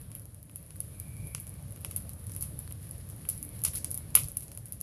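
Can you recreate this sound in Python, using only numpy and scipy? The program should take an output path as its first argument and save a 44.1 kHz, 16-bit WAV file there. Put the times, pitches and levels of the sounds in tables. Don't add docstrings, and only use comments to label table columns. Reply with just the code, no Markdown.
import sys
import numpy as np
from scipy import signal
from scipy.fft import rfft, irfft, next_fast_len
from scipy.io import wavfile
from scipy.ndimage import uniform_filter1d

SR = 44100
rng = np.random.default_rng(int(sys.argv[2]) if len(sys.argv) > 2 else 0)


def wav_record(signal):
    frames = np.transpose(np.atleast_2d(signal))
    bounded = np.clip(frames, -1, 1)
    quanta = np.round(bounded * 32767).astype(np.int16)
    wavfile.write(sys.argv[1], SR, quanta)


def voltage_ratio(decibels):
    exponent = np.asarray(decibels, float) / 20
    return 10 ** exponent


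N = 212914
TIME_S = np.arange(N) / SR

# (time [s], level [dB])
BLAZE = [(0, -2), (.4, -6), (.8, -2.5), (1.25, 0), (2.1, 0), (2.6, 0.5), (3.3, 1), (4.2, 1), (4.5, -2.5),
         (4.83, -3.5)]
# (crest time [s], lift [dB])
GUSTS = [(.11, 3), (1.24, 6), (2.08, 4), (2.28, 2), (2.47, 4.5), (2.62, 2), (3.2, -1), (4.26, 6.5),
         (4.76, 3)]
GUST_BUILD_S, GUST_DROP_S = 0.091, 0.014
# (frequency [Hz], density [dB per Hz])
RUMBLE_SPECTRUM = [(15, -37), (25, -51), (42, -10), (92, 1), (142, -3.5), (198, -12.5), (230, -27),
                   (300, -25), (510, -120)]
# (frequency [Hz], density [dB per Hz])
FLUTTER_SPECTRUM = [(120, -22), (200, -3.5), (311, -5), (361, -10.5), (561, -9.5), (900, -22.5),
                    (1170, -21.5), (1980, -120)]
RUMBLE_DB, FLUTTER_DB = -44.5, -58

# (time [s], snap [dB], splinter re snap [dB], knock re snap [dB], scatter [dB])
LOUD_POPS = [(.1514, -25, -31, -24, 6), (0.559, -25, -27, -30, 5), (0.8039, -17.5, -21.5, -32, -1),
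             (1, -23, -27, -45, -6), (1.349, -26, -0.5, -6, -3.5), (1.848, -22.5, -12.5, -16.5, 1.5),
             (1.911, -28, -22, -13.5, 0), (1.9625, -16.5, -23, -27, 4.5), (2.364, -23.5, -25, -27, 6.5),
             (2.425, -18, -18, -23.5, 4), (3.2895, -12, -19.5, -32, 0), (3.428, -21.5, -46, -36, 6),
             (3.6382, -12, -22, -32.5, 1), (3.6498, -14, -7.5, -15.5, 2), (3.756, -32, 2, -21, 6),
             (3.8456, -23.5, -1.5, -15, -2), (3.9138, -18.5, -18.5, -35, 2.1),
             (4.1528, 1.5, -18.5, -17.5, 2.5), (4.1724, -25.5, -26, 0, 2.5), (4.3701, -14, -26, -36, 1.5),
             (4.575, -26, -16, -28, 1.5), (4.723, -21, -24, -35, 3.5), (4.812, -18.5, -21, -40, -5),
             (4.8222, -20, -20, -17, 14.5)]
# (time [s], snap [dB], depth in wood [dB], scatter [dB])
LESSER_SNAPS = [(1.271, -31, -30, 7), (1.4, -31, -35, 13), (1.469, -34, -10, 2), (1.9133, -28, -11.5, 1),
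                (2.0936, -28, -15, 3.5), (2.4097, -24.5, -23, 13), (2.591, -24, -32, 7),
                (2.724, -27, -23, -14), (2.9111, -28, -19, 2), (3.1, -31.5, -19, 8), (3.299, -18.5, -18, 6),
                (3.3782, -30.5, -24, 8), (3.4501, -30, -37, -6), (3.6182, -29, -15, -17),
                (3.66, -34, -15, -7), (3.7724, -34.5, -24, 13), (3.9067, -27, -21, 7), (3.944, -19, -24, 0),
                (3.951, -25, -27, 0), (3.9763, -20.5, -25, -18), (3.983, -28, -27, 8),
                (4.186, -20.5, -29, -8), (4.1902, -20.5, -22, -16), (4.243, -30, -10.5, 3),
                (4.2853, -27, -15, 5.5), (4.318, -28, -32, -6), (4.4237, -32.5, -20, 15),
                (4.5175, -34.5, -11.5, 5.5), (4.6571, -32, -20, 10), (4.8277, -28, -8, 5)]
# (time [s], snap [dB], depth in wood [dB])
TICKS = [(.014, -35, -18), (.2193, -40, -19), (0.1965, -35.5, -18), (.255, -35.5, -21), (.346, -36.5, -21),
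         (0.513, -42, -22), (0.6278, -38, -24), (.6637, -40, -27), (0.8802, -41, -30), (1.1678, -36, -16),
         (1.494, -32, -30), (1.5402, -37, -22), (1.708, -36, -24), (1.723, -32, -29), (1.809, -36.5, -17),
         (2.1345, -35, -19), (2.2685, -32.5, -14), (2.296, -37, -8), (2.319, -32, -12), (2.3502, -34, -13),
         (2.87, -39, -17), (2.892, -36, -22), (3.09, -34.5, -20), (3.1633, -36, -32), (2.8288, -41, -14),
         (3.4915, -33.5, -24), (4.4073, -31, -14), (4.4817, -44.5, 1), (4.55, -35, -28), (4.6838, -37, -25)]
# (time [s], snap [dB], splinter re snap [dB], knock re
# snap [dB])
CLICKS = [(.1019, -55, -9, -10), (0.1167, -39.5, -7, -11), (0.1458, -48, -22, -10),
          (.4963, -44.5, -12, -14), (.54, -50, -15, -43), (0.7063, -38, -10, -14),
          (.9521, -52, -4, -42), (1.082, -40, -23, -40), (1.3806, -43, -11, -5),
          (1.7612, -35.5, -17, -11), (2.196, -45, -9, -18), (2.3368, -40, -3, -42),
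          (2.7121, -46, -23, -3), (3.2178, -48, -4, -40), (3.252, -53.5, -32, 6),
          (3.592, -41, -4, -42), (3.6496, -18, -23, -30), (3.6523, -16.5, -9, -22.5),
          (3.666, -29, -21, -38), (3.733, -47, -20, -8), (4.1449, -44, 2.2, -41),
          (4.2353, -30.5, -6, -42), (4.7305, -41, -7, -47), (4.8058, -39, -6, -19)]
# (frequency [Hz], width [Hz], level [dB])
WOOD_MODES = [(1320, 693, -4), (2555, 1390, -1.5), (615, 270, -7.5), (1790, 2370, -17.5)]
KNOCK_UNDER_SPLINTER_DB = -10.5
SNAP_MS, SNAP_MS_PER_DB, SMALL_SNAP_DB = 0.26, 0.11, -24.5
CRACKLE_COUNT, CRACKLE_DB, CRACKLE_SPREAD_DB = 55, -43.5, 8
CRACKLE_DEPTH_DB, CRACKLE_DEPTH_SPREAD_DB = -30, 10

# (time [s],
# length [s], bright [dB], dull [dB])
HISS_SPURTS = [(1.2, .04, -62, -59), (2.41, 0.034, -38, -72), (3.662, 0.026, -38, -32),
               (3.732, 0.057, -29, -38.5), (3, 0.018, -57, -51), (3.917, 0.016, -39, -63),
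               (4.159, 0.0058, -9, -32), (3.293, 0.013, -31, -63), (1.966, 0.017, -32, -66)]

# (crest time [s], lift [dB], build [s])
EMBER_FLARES = [(0, 14, .1), (.75, 7, 0.1), (1.36, 19.5, 0.51), (1.95, 5, 0.16), (2.45, 17.5, 0.42),
                (2.84, 7, 0.27), (3.39, 13, 0.29), (3.66, 13, .1), (3.9, 13, 0.33), (4.35, 16, 0.11),
                (4.65, 5, .2)]
SIZZLE_DB, FLARE_FADE_S = -63.5, 0.16
HISS_DB, HISS_DB_PER_BLAZE_DB = -65.5, 1.26

# (start [s], crest [s], end [s], crest level [dB])
STEAM_JETS = [
    (0.837, 1.35, 1.66, -60.5),
    (3.263, 3.6, 3.63, -68.5),
    (3.699, 4.06, 4.13, -71),
]
# (start pitch [Hz], end pitch [Hz], half width [Hz])
JET_TONES = [
    (2380, 2280, 95),
    (2200, 2200, 160),
    (2200, 2250, 160),
]
JET_SWELL_DB_PER_S, JET_SINK_DB_PER_S, JET_CHOKE_DB = 29, 15, -9.5

# (frequency [Hz], density [dB per Hz])
AIR_SPECTRUM = [(500, 10.5), (900, 2), (1600, 3.5), (3000, -3), (6800, -5), (9000, -9.5), (14000, -24)]
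AIR_DB = -70.5

# (frequency [Hz], gain [dB])
PORT_GAIN = [(6000, 0), (7500, 1.5), (8800, 4.5), (9300, 11), (9900, 17.5), (10400, 21), (11200, 19),
             (12000, 13.5), (12800, 12.5), (14000, -11), (16000, 17)]
PORT_LIFT_DB = 20
TOP_HZ = 13050


def curve(table):
    s, *columns = np.transpose(table)
    return [np.interp(TIME_S, s, c) for c in columns]


def unit(x):
    return x / np.sqrt(np.mean(x ** 2))


def band(x, lo_hz, hi_hz, order=2):
    edges_hz = [lo_hz, min(hi_hz, 0.49 * SR)]
    return signal.sosfilt(signal.butter(order, edges_hz, "band", fs=SR, output="sos"), x)


def walk(rate_hz):
    hold = int(SR / rate_hz)
    steps = np.repeat(rng.standard_normal(N // hold + 1), hold)
    slewed = uniform_filter1d(uniform_filter1d(steps, hold), hold)
    return unit(slewed[:N])


def coloured(spectrum, flicker_db, rate_hz):
    hz, db = np.transpose(spectrum)
    size = next_fast_len(N, True)
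    f_hz = np.maximum(np.arange(size // 2 + 1) * SR / size, 1)
    gain = voltage_ratio(np.interp(np.log(f_hz), np.log(hz), db, -120, -120))
    noise = rfft(rng.standard_normal(N), size) * gain
    half_octave = 2 * np.log2(f_hz / 16)
    out = np.zeros(N)
    for k in range(21):
        weight = np.clip(1 - abs(half_octave - k), 0, 1) ** 0.5
        part = irfft(noise * weight, size)[:N]
        out += part * voltage_ratio(flicker_db * walk(rate_hz))
    return unit(out)


def crests(s, lift_db, build_s, drop_s):
    late_s = TIME_S - np.c_[s]
    shape = np.exp(np.where(late_s < 0, late_s / np.c_[build_s], -late_s / drop_s))
    return np.sum(np.c_[lift_db] * shape, axis=0)


def place(times_s, shapes):
    out = np.zeros(N + shapes.shape[1])
    for start, shape in zip(np.clip(times_s * SR, 0, N).astype(int), shapes):
        out[start:start + len(shape)] += shape
    return out[:N]


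def flames():
    gust_db = crests(*np.transpose(GUSTS), [GUST_BUILD_S], GUST_DROP_S)
    rumble = voltage_ratio(RUMBLE_DB + gust_db) * coloured(RUMBLE_SPECTRUM, flicker_db=1.0, rate_hz=14)
    flutter = voltage_ratio(FLUTTER_DB) * coloured(FLUTTER_SPECTRUM, flicker_db=2.5, rate_hz=22)
    blaze_db = curve(BLAZE)[0]
    return voltage_ratio(blaze_db) * (rumble + flutter)


def cracks(count, decay_ms, lo_hz, hi_hz):
    t_ms = np.arange(384) / SR * 1000
    envelope = (1 - np.exp(-t_ms / (0.93 * decay_ms))) ** 2 * np.exp(-t_ms / decay_ms)
    shapes = rng.standard_normal((count, 384)) * envelope
    energy = np.sum(band(shapes, lo_hz, hi_hz) ** 2, axis=1, keepdims=True)
    return shapes / np.sqrt(energy)


def burst_ms(snap_db):
    return np.c_[SNAP_MS + SNAP_MS_PER_DB * np.clip(snap_db - SMALL_SNAP_DB, 0, 14)]


def yard(count, fast_s, slow_s, slow_db, length_s):
    t_s = TIME_S[:int(length_s * SR)]
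    n = len(t_s)
    swell = 0.32 + 0.52 * np.clip((t_s - 0.004) / 0.0039, 0, 1)
    fade = voltage_ratio(-60 * t_s / fast_s) + voltage_ratio(slow_db - 60 * t_s / slow_s)
    grain = voltage_ratio(2.0 * rng.standard_normal((count, n // 24 + 1)))
    grain = grain.repeat(24, axis=1)[:, :n]
    return swell * fade * grain * rng.standard_normal((count, n))


def pop_layers(table, scatter_db, snap_ms, length_s):
    s, snap_db, splinter_db, knock_db = np.transpose(table)[:4]
    n = len(s)

    def layer(db, scattered_db, lead_s, crack, returned):
        direct_s = s - lead_s - 0.00084 * np.ravel(snap_ms)
        direct = place(direct_s, crack * voltage_ratio(db)[:, None])
        return direct + place(s, returned * voltage_ratio(db + scatter_db + scattered_db)[:, None])

    snap = layer(snap_db + 14 - PORT_LIFT_DB, -18.0, 0.00018,
                 cracks(n, snap_ms, 10200, 12260),
                 yard(n, 0.029, 0.25, -11.5, length_s))
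    splinter = layer(snap_db + splinter_db + 11.5, -17.5, 0.0002,
                     cracks(n, 0.89 * snap_ms, 2200, 10300),
                     yard(n, 0.024, 0.27, -10.5, length_s))
    knock = layer(snap_db + knock_db + 24.0, -31, -0.0006,
                  voltage_ratio(-8) * abs(cracks(n, 0.045, 510, 7150)),
                  yard(n, 0.094, 0.25, -6.5, length_s))
    wood = sum(voltage_ratio(db) * band(knock, hz - width_hz / 2, hz + width_hz / 2)
               for hz, width_hz, db in WOOD_MODES)
    return band(snap, 9700, 22100) + band(splinter, 4120, 8730) + wood


def from_depth(s, snap_db, depth_db):
    return np.c_[s, snap_db, depth_db, depth_db + KNOCK_UNDER_SPLINTER_DB]


def crackle():
    s = (np.arange(CRACKLE_COUNT) + rng.random(CRACKLE_COUNT) + 1) * TIME_S[-1] / (CRACKLE_COUNT + 1)
    size, depth = np.tanh(rng.standard_normal((CRACKLE_COUNT, 2))).T
    snap_db = CRACKLE_DB + CRACKLE_SPREAD_DB * size
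    depth_db = CRACKLE_DEPTH_DB + CRACKLE_DEPTH_SPREAD_DB * depth
    return from_depth(s, snap_db, depth_db)


def pops():
    _, loud_db, _, _, loud_scatter_db = np.transpose(LOUD_POPS)
    loud = pop_layers(LOUD_POPS, loud_scatter_db, burst_ms(loud_db), length_s=0.34)
    s, snap_db, depth_db, scatter_db = np.transpose(LESSER_SNAPS)
    lesser = pop_layers(from_depth(s, snap_db, depth_db), scatter_db, burst_ms(snap_db), length_s=0.34)
    small_table = np.r_[from_depth(*np.transpose(TICKS)), CLICKS]
    small = pop_layers(small_table, 1.5, 0.36, length_s=0.08)
    faint = pop_layers(crackle(), 1.5, 0.36, length_s=0.087)
    return loud + lesser + small + faint


def spurts():
    out = np.zeros(N)
    for s, length_s, bright_db, dull_db in HISS_SPURTS:
        n = int(length_s * SR)
        ragged = voltage_ratio(3.5 * rng.standard_normal(200).repeat(30)[:n]) * np.hanning(n) ** 0.076
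        air = ragged * rng.standard_normal(6000)[:n]
        bright = voltage_ratio(bright_db - PORT_LIFT_DB + 3) * band(air, 8500, 24000)
        dull = voltage_ratio(dull_db - 9) * band(air, 1260, 7300, order=1)
        out += place(np.array([s]), (bright + dull)[None])
    return out


def embers():
    sizzle_db = SIZZLE_DB + crests(*np.transpose(EMBER_FLARES), FLARE_FADE_S)
    hiss_db = HISS_DB + HISS_DB_PER_BLAZE_DB * curve(BLAZE)[0]
    sparse = rng.random(N) < 0.04
    grains = sparse * rng.standard_normal(N) * voltage_ratio(3.26 * rng.exponential(size=N))
    grains = signal.fftconvolve(grains, cracks(1, 0.3, 900, 13000)[0])[:N]
    fizz = unit(grains) + 1.67 * rng.standard_normal(N)
    bright = unit(band(fizz, 6500, 13500)) * voltage_ratio(sizzle_db - PORT_LIFT_DB - 4.0)
    dull = unit(band(fizz, 670, 5100, order=1)) * voltage_ratio(hiss_db)
    return (bright + dull) * voltage_ratio(1.2 * walk(25.23))


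def steam_jets():
    out = np.zeros(N)
    for (start_s, crest_s, end_s, db), (start_hz, end_hz, half_hz) in zip(STEAM_JETS, JET_TONES):
        pitch_hz = np.interp(TIME_S, [start_s, end_s], [start_hz, end_hz])
        phase = 2 * np.pi * np.cumsum(pitch_hz) / SR
        wobble = band(rng.standard_normal((2, N)), 0.77, half_hz)
        tone = unit(wobble[0] * np.cos(phase) + wobble[1] * np.sin(phase))
        fade = np.clip(np.minimum(TIME_S - start_s, end_s - TIME_S) / 0.075, 0, 1)
        late_s = TIME_S - crest_s
        swell_db = np.minimum(JET_SWELL_DB_PER_S * late_s, -JET_SINK_DB_PER_S * late_s)
        choke_db = JET_CHOKE_DB * np.clip(late_s / 0.025, 0, 1)
        out += tone * fade * voltage_ratio(db + swell_db + choke_db)
    return out


def evening_air():
    return voltage_ratio(AIR_DB) * coloured(AIR_SPECTRUM, flicker_db=3.5, rate_hz=7.6)


def scene():
    return (flames() + pops() + spurts() + embers() + steam_jets() + evening_air())[None]


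def port(x):
    hz, db = np.transpose(PORT_GAIN)
    gain = voltage_ratio(np.interp(np.arange(513) * SR / 1024, hz, db))
    cepstrum = irfft(np.log(gain))
    cepstrum[1:512] *= 2
    cepstrum[513:] = 0
    response = irfft(np.exp(rfft(cepstrum)))[None, :512]
    return signal.fftconvolve(x, response)[:, :N]


def low_pass(x):
    return signal.sosfilt(signal.butter(12, 13050, fs=SR, output="sos"), x)


def record(dry):
    top_cut = signal.ellip(6, 0.1, 30, TOP_HZ, fs=SR, output="sos")
    heard = signal.sosfiltfilt(top_cut, port(dry))
    return low_pass(np.clip(heard, -1, 1))


dry = scene()
out = record(dry)
wav_record(out)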